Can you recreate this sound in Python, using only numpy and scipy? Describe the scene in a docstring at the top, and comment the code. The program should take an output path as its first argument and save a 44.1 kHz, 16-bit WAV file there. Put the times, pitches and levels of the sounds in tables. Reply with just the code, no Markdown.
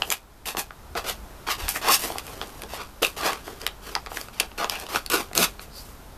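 """Dog pushing a cup round a yard

Close to the microphone, a small dog shoves a thin plastic cup over paving stones. The rim rasps over
the grit in short strokes and now and then squeaks on one note; between strokes the cup knocks and
crackles. Rasp and knocks sound through the cup's damped wall modes. The ground and the yard walls
throw back short echoes, and a low outdoor rumble lies underneath."""
import sys
import numpy as np
from scipy import signal
from scipy.fft import rfft, irfft
from scipy.io import wavfile

SR = 44100
rng = np.random.default_rng(int(sys.argv[2]) if len(sys.argv) > 2 else 0)


def unload_wav(signal):
    """Save mono or channel-first audio to the path in sys.argv[1] as 16-bit WAV at rate SR, clipped to [-1, 1]."""
    wavfile.write(
        sys.argv[1],
        SR,
        np.round(np.clip(np.atleast_2d(signal).T, -1, 1) * 32767).astype(np.int16),
    )


N = 272405
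TIME = np.arange(N) / SR

# The cup's four registers: hollow, wall, rasp, grit hiss. Brightness favours hiss over hollow; body
# lifts the thin wall. (low edge [Hz], high edge [Hz], share of brightness, share of body)
REGISTERS = [(212, 702, -0.63, 0), (713, 1740, -0.099, 0.93), (1943, 5500, 0.31, 0.94),
             (6160, 32300, 0.54, 0.22)]


def from_db(db):
    """Decibels to gain."""
    return 10 ** (np.asarray(db) / 20)


def rms_one(x):
    """Scale to rms 1."""
    return x / np.sqrt(np.mean(x ** 2) + 1e-20)


def band(x, low_hz, high_hz, order=2):
    """Causal band-pass, its upper edge held below half the sample rate."""
    edges_hz = [low_hz, min(high_hz, SR / 2 - 1000)]
    return signal.sosfilt(signal.butter(order, edges_hz, "band", fs=SR, output="sos"), x + 1e-18)


def coloured_noise(spectrum):
    """Steady noise shaped by (Hz, dB) points and rolled off above the last; rms 1."""
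    hz, level_db = np.transpose(spectrum)
    bins_hz = np.maximum(np.arange(N // 2 + 1) * SR / N, 1)
    gain = from_db(np.interp(np.log(bins_hz), np.log(hz), level_db))
    gain /= 1 + (bins_hz / (2 * hz[-1])) ** 2
    return rms_one(irfft(rfft(rng.standard_normal(N)) * gain, N))


def drift(rate_hz):
    """A smooth random wander that changes about rate_hz times a second; rms 1."""
    r = np.exp(-2 * np.pi * rate_hz / SR)
    return rms_one(signal.lfilter([1], [1, -2 * r, r * r], rng.standard_normal(N)))


def resonate(x, hz, width_hz):
    """One resonance with gain 1 at its peak."""
    r = np.exp(-np.pi * width_hz / SR)
    feedback = [1, -2 * r * np.cos(2 * np.pi * hz / SR), r * r]
    return signal.lfilter(np.array([1, 0, -1]) * (1 - r * r) / 2, feedback, x)


def yard():
    """The bed of the place: outdoor rumble and a soft wash of background noise."""
    # Course of the ambience: (time [s], rumble level [dB], wash level [dB])
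    levels = [(0.0, -45, -40), (0.15, -52, -54), (0.27, -53, -53.5), (0.799, -46, -49), (1.15, -45, -46.5),
              (2.3, -45.5, -43.5), (2.92, -46, -48), (3.4, -47.5, -47), (3.8, -46.5, -48),
              (6.18, -46.5, -47.5)]
    # Spectrum of the rumble: (frequency [Hz], relative density [dB])
    rumble_spectrum = [(11, -2.5), (18, -2), (43, 5.5), (82, -2), (103, -7.5), (118, -10), (172, -22),
                       (200, -8.5), (260, -46), (440, -120)]
    # Spectrum of the wash: (frequency [Hz], relative density [dB])
    wash_spectrum = [(65, -22), (110, -1), (669, -7), (740, -7), (853, -5.5), (1090, -8.5), (1420, -9.5),
                     (1840, -16), (3250, -19.5), (3750, -19), (8780, -23.5), (14000, -19.5)]
    times, rumble_db, wash_db = np.transpose(levels)
    rumble = from_db(np.interp(TIME, times, rumble_db)) * coloured_noise(rumble_spectrum)
    wash = from_db(np.interp(TIME, times, wash_db)) * coloured_noise(wash_spectrum)
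    return rumble + wash


def microphone_flutter(at_s, half_s, level_db, low_hz, high_hz):
    """One brief low flutter on the microphone."""
    swell = np.exp(-((TIME - at_s) / half_s) ** 2 / 2)
    return from_db(level_db) * swell * rms_one(band(rng.standard_normal(N), low_hz, high_hz))


def yard_echoes(x, tail_db, t60_s, dull_hz):
    """What the yard sends back to the microphone: early echoes and a short, dull scatter."""
    # Reflections off the ground and the walls: (delay [s], gain)
    echoes = [(.0043, 0.11), (0.0122, 0.11), (0.0133, 0.11), (0.0225, 0.053), (0.031, 0.034)]
    age = TIME[:SR // 2]
    fade_in = np.clip(age / .008, 0, 1)
    response = rng.standard_normal(len(age)) * from_db(-60 * age / t60_s) * fade_in
    response *= from_db(tail_db) / np.sqrt(np.sum(response ** 2))
    for delay_s, gain in echoes:
        response[int(delay_s * SR)] += gain
    response = signal.sosfilt(signal.butter(1, dull_hz, fs=SR, output="sos"), response)
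    return signal.fftconvolve(x, response)[:N]


def cup(force):
    """The thin wall passes every frequency and rings briefly at its modes."""
    # Wall modes and the notches between them: (frequency [Hz], width [Hz], lift [dB])
    modes = [(236, 124, -6.5), (399, 134, 8), (520, 30, -5), (670, 20, 1.5), (773, 91, 4), (1080, 46, -2.5),
             (1060, 143, 8), (1252, 93, 5.5), (1453, 11.5, 11), (1650, 94, 1.5), (2424, 190, 4),
             (2710, 200, 4), (3195, 540, 4), (3560, 65, -0.5), (4500, 200, 2.5), (4900, 1800, 1.5),
             (12800, 1900, 3)]
    for hz, width_hz, lift_db in modes:
        force = force + (from_db(lift_db) - 1) * resonate(force, hz, width_hz)
    return force


def grit(grains_per_s, size_db, catch_db, catch_hz):
    """Grains of stone flick the rim at random, in clumps as it catches and slips."""
    clumps = from_db(catch_db * np.clip(drift(catch_hz), -2, 2))
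    sizes = from_db(size_db * np.minimum(rng.exponential(1, N), 4))
    hits = rng.random(N) < grains_per_s / SR
    return hits * rng.choice([-1, 1], N) * sizes * clumps


def shoves(brightness_share, body_share):
    """Drive of one register: each shove bites, swells as the cup tips to a new colour, then coasts."""
    # The dog's shoves: (start [s], rise [s], fall [s], crest [dB], brightness at first touch [dB],
    # brightness at the crest [dB], body [dB])
    strokes = [(0.024, 0.07, 0.08, -41, 13, -2.5, -8.5), (0.109, 0.011, 0.032, -33.5, 2, 16, 1),
               (0.455, 0.028, 0.057, -33.5, 12, 5.5, 1), (0.568, 0.027, 0.029, -26.5, -9, 8.5, -3),
               (0.951, .024, .051, -36.5, -29, -4, 7), (1.04, 0.057, 0.038, -33, -10, 6, 4),
               (1.466, 0.048, 0.048, -35, -10, 8.5, 9), (1.578, 0.02, 0.2, -41.5, -12, 0.5, 4.5),
               (1.682, 0.012, 0.06, -37, 14, 22.5, -1.5), (1.739, 0.021, 0.045, -32.5, 8, 6, -6),
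               (1.814, 0.08, 0.069, -30, -3.5, -5.5, 6.5), (1.879, 0.068, 0.033, -28, 17, 22, 2.5),
               (1.99, 0.064, 0.096, -30.5, 16, 2, -2.5), (2.103, 0.096, 0.018, -48, -25, 6, 5),
               (2.231, 0.077, 0.51, -46, 8, -2.5, -1.5), (2.402, 0.023, 0.055, -47.5, -6, -7, 7.5),
               (2.564, 0.079, .033, -49.5, 16, -16, -1), (2.685, 0.077, 0.027, -42.5, 4, 0.5, 4),
               (2.774, 0.04, .046, -45, -14, -6, 9.5), (3.018, 0.0073, 0.071, -28, -13, 5.5, -1.5),
               (3.163, 0.025, .053, -40, 10, 1, 3.5), (3.206, 0.06, .097, -31, -5, -5, 6),
               (3.441, 0.038, 0.18, -46.5, 14, -6, 1.5), (3.598, .029, 0.087, -47.5, 11, -9, 5),
               (3.817, 0.062, 0.14, -44, -1, -2.5, 2), (4.094, 0.073, .12, -41, 1, 5.5, -1.5),
               (4.33, .11, 0.039, -50, 12, -9, 8), (4.576, .035, 0.077, -36.5, 6, -11, 7),
               (4.693, 0.03, 0.16, -42, 9, -2.5, 6.5), (4.788, 0.043, .043, -42, 13, -8, 1),
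               (4.886, 0.077, 0.051, -34.5, -1, -1, 2.5), (5.098, .047, .073, -25.5, 6, -0.5, 1),
               (5.183, 0.024, 0.018, -32.5, -6, -2.5, 2), (5.348, 0.046, 0.085, -24.5, 5, 1.5, -5.5),
               (5.394, 0.051, 0.019, -28.5, 25, 10.5, 6.5), (5.594, 0.034, 0.033, -53, 8, 19, 2.5),
               (5.728, 0.033, 0.24, -50, 4, 13.5, -7)]
    swell_db, fall_db, touch_s = 14, 19.5, 0.0027
    power = np.zeros(N)
    for start_s, rise_s, fall_s, crest_db, first_db, last_db, body_db in strokes:
        on = (TIME > start_s) & (TIME < start_s + rise_s + 3 * fall_s)
        age = TIME[on] - start_s
        touch = np.minimum(age / touch_s, 1)
        tipped = np.clip(age / rise_s, 0, 1)
        coasted = np.maximum(age - rise_s, 0) / fall_s
        # Powers above 1 round the crest.
        push_db = crest_db - swell_db * (1 - tipped) ** 1.45 - fall_db * coasted ** 1.14
        bite_db = 7.5 * np.exp(-age / 0.0049)  # the rim digs in as it touches down
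        brightness_db = first_db + (last_db - first_db) * tipped
        colour_db = brightness_share * brightness_db + body_share * body_db
        power[on] += (touch * from_db(push_db + bite_db + colour_db)) ** 2
    return np.sqrt(power)


def loose_grit(level_db, low_hz, high_hz, linger_s):
    """Stray grains tick faintly under the cup and the paws while the dog is busy with it."""
    pole = np.exp(-1 / (linger_s * SR))
    push = signal.lfilter([1 - pole], [1, -pole], shoves(brightness_share=0, body_share=0))
    busy = np.minimum(push / from_db(-46), 1) ** 0.6
    ticks = grit(grains_per_s=160, size_db=2.2, catch_db=2.5, catch_hz=12)
    return from_db(level_db) * busy * rms_one(band(cup(ticks), low_hz, high_hz))


def brief_tones(gain_db):
    """Brief narrow tones: squeaks in the scrapes, rings after knocks, a low thump and a thin hiss."""
    # Brief tones: (centre time [s], half length [s], pitch [Hz], width [Hz], relative level [dB])
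    tones = [(0.022, 0.00078, 2900, 450, -17), (1.482, 0.014, 1270, 100, -43),
             (1.765, 0.0091, 1910, 346, -29.5), (1.894, 0.013, 1110, 130, -20),
             (1.946, 0.0037, 1173, 99, -16.5), (1.939, 0.012, 5100, 432, -19.5),
             (3.035, 0.0064, 425, 111, -20), (3.04, 0.008, 3030, 696, -22), (3.264, 0.049, 1146, 86, -30.5),
             (3.965, 0.0024, 870, 217.4, -21), (4.634, 0.023, 1165, 97, -29),
             (4.753, 0.011, 2510, 402, -32), (5.153, 0.04, 1490, 74, -40), (5.411, 0.017, 655, 44.5, -26.5),
             (5.407, 0.021, 145, 90, -29.5), (5.781, 0.034, 4660, 497, -43.5)]
    out = np.zeros(N)
    for at_s, half_s, hz, width_hz, level_db in tones:
        near = np.abs(TIME - at_s) < 4 * half_s
        swell = np.exp(-((TIME[near] - at_s) / half_s) ** 2 / 2)
        noise = rng.standard_normal(N)[near]
        tone = resonate(resonate(noise, hz, 2 * width_hz), hz, 2 * width_hz)
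        out[near] += from_db(level_db + gain_db) * swell * rms_one(tone)
    return out


def knocks(register_db, crackle, ring_db, size=2048):
    """Blows, sharp or soft, each with a short crackle; the struck spot rings at its own pitch."""
    # The cup hits the stone or its wall snaps:
    # (time [s], ring pitch [Hz], relative level [dB], brightness [dB], body [dB])
    blows = [(0.02, 2890, -35.5, -2.5, 12.5), (0.1026, 6960, -41, 28, 7.5), (0.1161, 2970, -37.5, 0, 4),
             (0.1234, 11500, -35.5, 22.0, 8.5), (0.4565, 2880.0, -48, 14, 3), (0.4872, 2550.0, -50, 6, 14),
             (0.548, 1100.0, -43, -16, 6.0), (0.5695, 1400, -36.0, 9, 3.5), (0.707, 1840, -57.5, -15, 20),
             (0.952, 1236, -40.5, -1, 3.0), (0.9761, 900.0, -44, -6.0, 14), (1.4719, 1120.0, -49, -18, 0),
             (1.4866, 1270, -41.5, -15, 13.5), (1.6822, 8980, -35, 4.5, 7.5),
             (1.6898, 11600, -40, 34.5, -9), (1.76, 2040, -43, -15, 15), (2.1014, 726, -45.0, -20, 10),
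             (2.121, 11110.0, -37.5, 0, 1.5), (2.1564, 820, -46, -18, 9), (2.1835, 4700, -36.5, 13.5, 2),
             (2.2672, 4500.0, -48, 16, -1), (2.28, 2610.0, -48, -4, 5.5), (2.4139, 3400.0, -38, -6, 9),
             (2.6197, 11990.0, -45.5, 13, 5.5), (2.6356, 3420.0, -45.5, 10, 2),
             (2.7347, 706, -50, -19.5, -9), (3.0184, 2800.0, -54, -4.0, 7.0), (3.03, 2940, -35.5, 4.0, 12),
             (3.0479, 2560, -36, 20, 11), (3.067, 4470, -42.5, 24.0, 0), (3.169, 2460.0, -43, -12, -6),
             (3.212, 4600.0, -41, 12, -2), (3.2321, 1200.0, -35, -3, 0), (3.3315, 1180, -32, 6.5, -3),
             (3.4787, 1090, -46.5, -17, 7.0), (3.616, 5640, -46.5, 14, 4.5), (3.6653, 2950, -32.5, 14.5, 6),
             (3.675, 2920.0, -33, 7, -6), (3.952, 4200, -35, 8, 10.5), (3.9619, 1080.0, -39.5, -9, -11),
             (4.062, 880.0, -43, 5, 5), (4.0699, 1270.0, -40.5, -3, 1.5), (4.1169, 724, -51, -17.5, 14.5),
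             (4.1708, 1690, -33, 5, 0), (4.2125, 4800, -32.5, 9, -9), (4.2846, 1160, -44, 2, -0.5),
             (4.399, 2900, -37.5, 28, 8.5), (4.4017, 9150, -39, 33, 9), (4.4057, 3050, -27.5, -1, -1.5),
             (4.516, 2850, -54, -7, 9.5), (4.583, 2510, -36.5, -3, -1), (4.644, 1220, -28.5, 1, 1.5),
             (4.6971, 5270, -34.5, 15, 6.0), (4.755, 2650, -45.0, 15, -3), (4.799, 2520, -45, 24, -5.5),
             (4.866, 2930, -48.5, 8.0, 6.5), (4.891, 1180.0, -56, 1, 2), (4.948, 2600.0, -36, -16, 10.5),
             (4.9586, 1500, -29.5, 1.5, 7), (5.0621, 4500, -45, 20, 4.5), (5.1, 11800, -41, 21, 5.0),
             (5.313, 730.0, -51.0, -16, 5), (5.3321, 2170, -36.5, 6, -5.5), (5.3518, 11700, -41, 19, 7.5),
             (5.377, 6200.0, -32, 26, 8.5), (5.594, 3650, -46.5, -5, 9.5)]
    out = np.zeros(N + size)
    age = TIME[:size]
    buckling = np.exp(-(age / .0015) ** 2) + .13 * np.exp(-age / .004)
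    force = crackle * rng.standard_normal((len(blows), size)) * buckling
    force[:, 0] += 1  # the impact itself
    wall = cup(force)
    split_blows = np.stack([band(wall, low, high, order=3) for low, high, _, _ in REGISTERS], axis=1)
    for (at_s, ring_hz, level_db, brightness_db, body_db), parts in zip(blows, split_blows):
        blow = np.zeros(size)
        for trim_db, (_, _, brightness_share, body_share), part in zip(register_db, REGISTERS, parts):
            colour_db = brightness_share * brightness_db + body_share * body_db
            blow += from_db(trim_db + level_db + colour_db) * rms_one(part)
        # A softer contact lasts longer: the top drops an octave for each 14.5 dB less brightness.
        top_hz = np.clip(6550 * 2 ** (brightness_db / 14.5), 1000, .45 * SR)
        blow = signal.lfilter(*signal.butter(2, top_hz, fs=SR), blow)
        ring = from_db(ring_db) * resonate(blow, ring_hz, width_hz=350 + ring_hz / 10)
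        start = int(at_s * SR)
        out[start:start + size] += blow + ring
    return out[:N]


def hollow_echo(x, lag_s, swing, echo_gain, tilt_hz):
    """Sound also echoes inside the cup's hollow; as the cup tips, the lag and colour shift."""
    delay_s = lag_s * np.exp(swing * drift(tilt_hz))
    return x + echo_gain * np.interp(TIME - delay_s, TIME, x)


def scraping(register_db, stones_db):
    """Fine grit and a few coarse stones rattle the cup; tilt and push decide which registers speak."""
    fine = grit(grains_per_s=6000, size_db=3.4, catch_db=1.6, catch_hz=90)
    coarse = grit(grains_per_s=170, size_db=2.0, catch_db=2.0, catch_hz=40)
    rasp = cup(rms_one(fine) + from_db(stones_db) * rms_one(coarse))
    rasp = hollow_echo(rasp, lag_s=.0011, swing=.25, echo_gain=.4, tilt_hz=1.5)
    out = np.zeros(N)
    for trim_db, (low_hz, high_hz, brightness_share, body_share) in zip(register_db, REGISTERS):
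        register = rms_one(band(rasp, low_hz, high_hz, order=3))
        out += from_db(trim_db) * shoves(brightness_share, body_share) * register
    return out


def scene():
    """One microphone in the yard: the cup up close, its echoes and the ambience behind it."""
    plastic = scraping(register_db=[-0.097, 0.1, -0.23, 0.43], stones_db=-12.5)
    plastic += brief_tones(gain_db=-1.0)
    plastic += knocks(register_db=[-10.0, -9.5, -10.0, -9.0], crackle=0.83, ring_db=3.5)
    plastic += loose_grit(level_db=-52.5, low_hz=900, high_hz=13100, linger_s=0.017)
    ambience = yard()
    flutter = microphone_flutter(at_s=1.648, half_s=0.018, level_db=-30.5, low_hz=24, high_hz=57.6)
    echoes = yard_echoes(plastic, tail_db=-9.5, t60_s=0.15, dull_hz=5300)
    return (ambience + flutter + echoes + plastic)[None]


def record(dry):
    """After the microphone, the highest peaks are rounded and the top is cut steeply."""
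    ceiling, cutoff_hz = .75, 13950
    rounded = ceiling * np.tanh(dry / ceiling)
    return signal.sosfilt(signal.ellip(12, .1, 70, cutoff_hz, fs=SR, output="sos"), rounded)


dry = scene()
out = record(dry)
unload_wav(out)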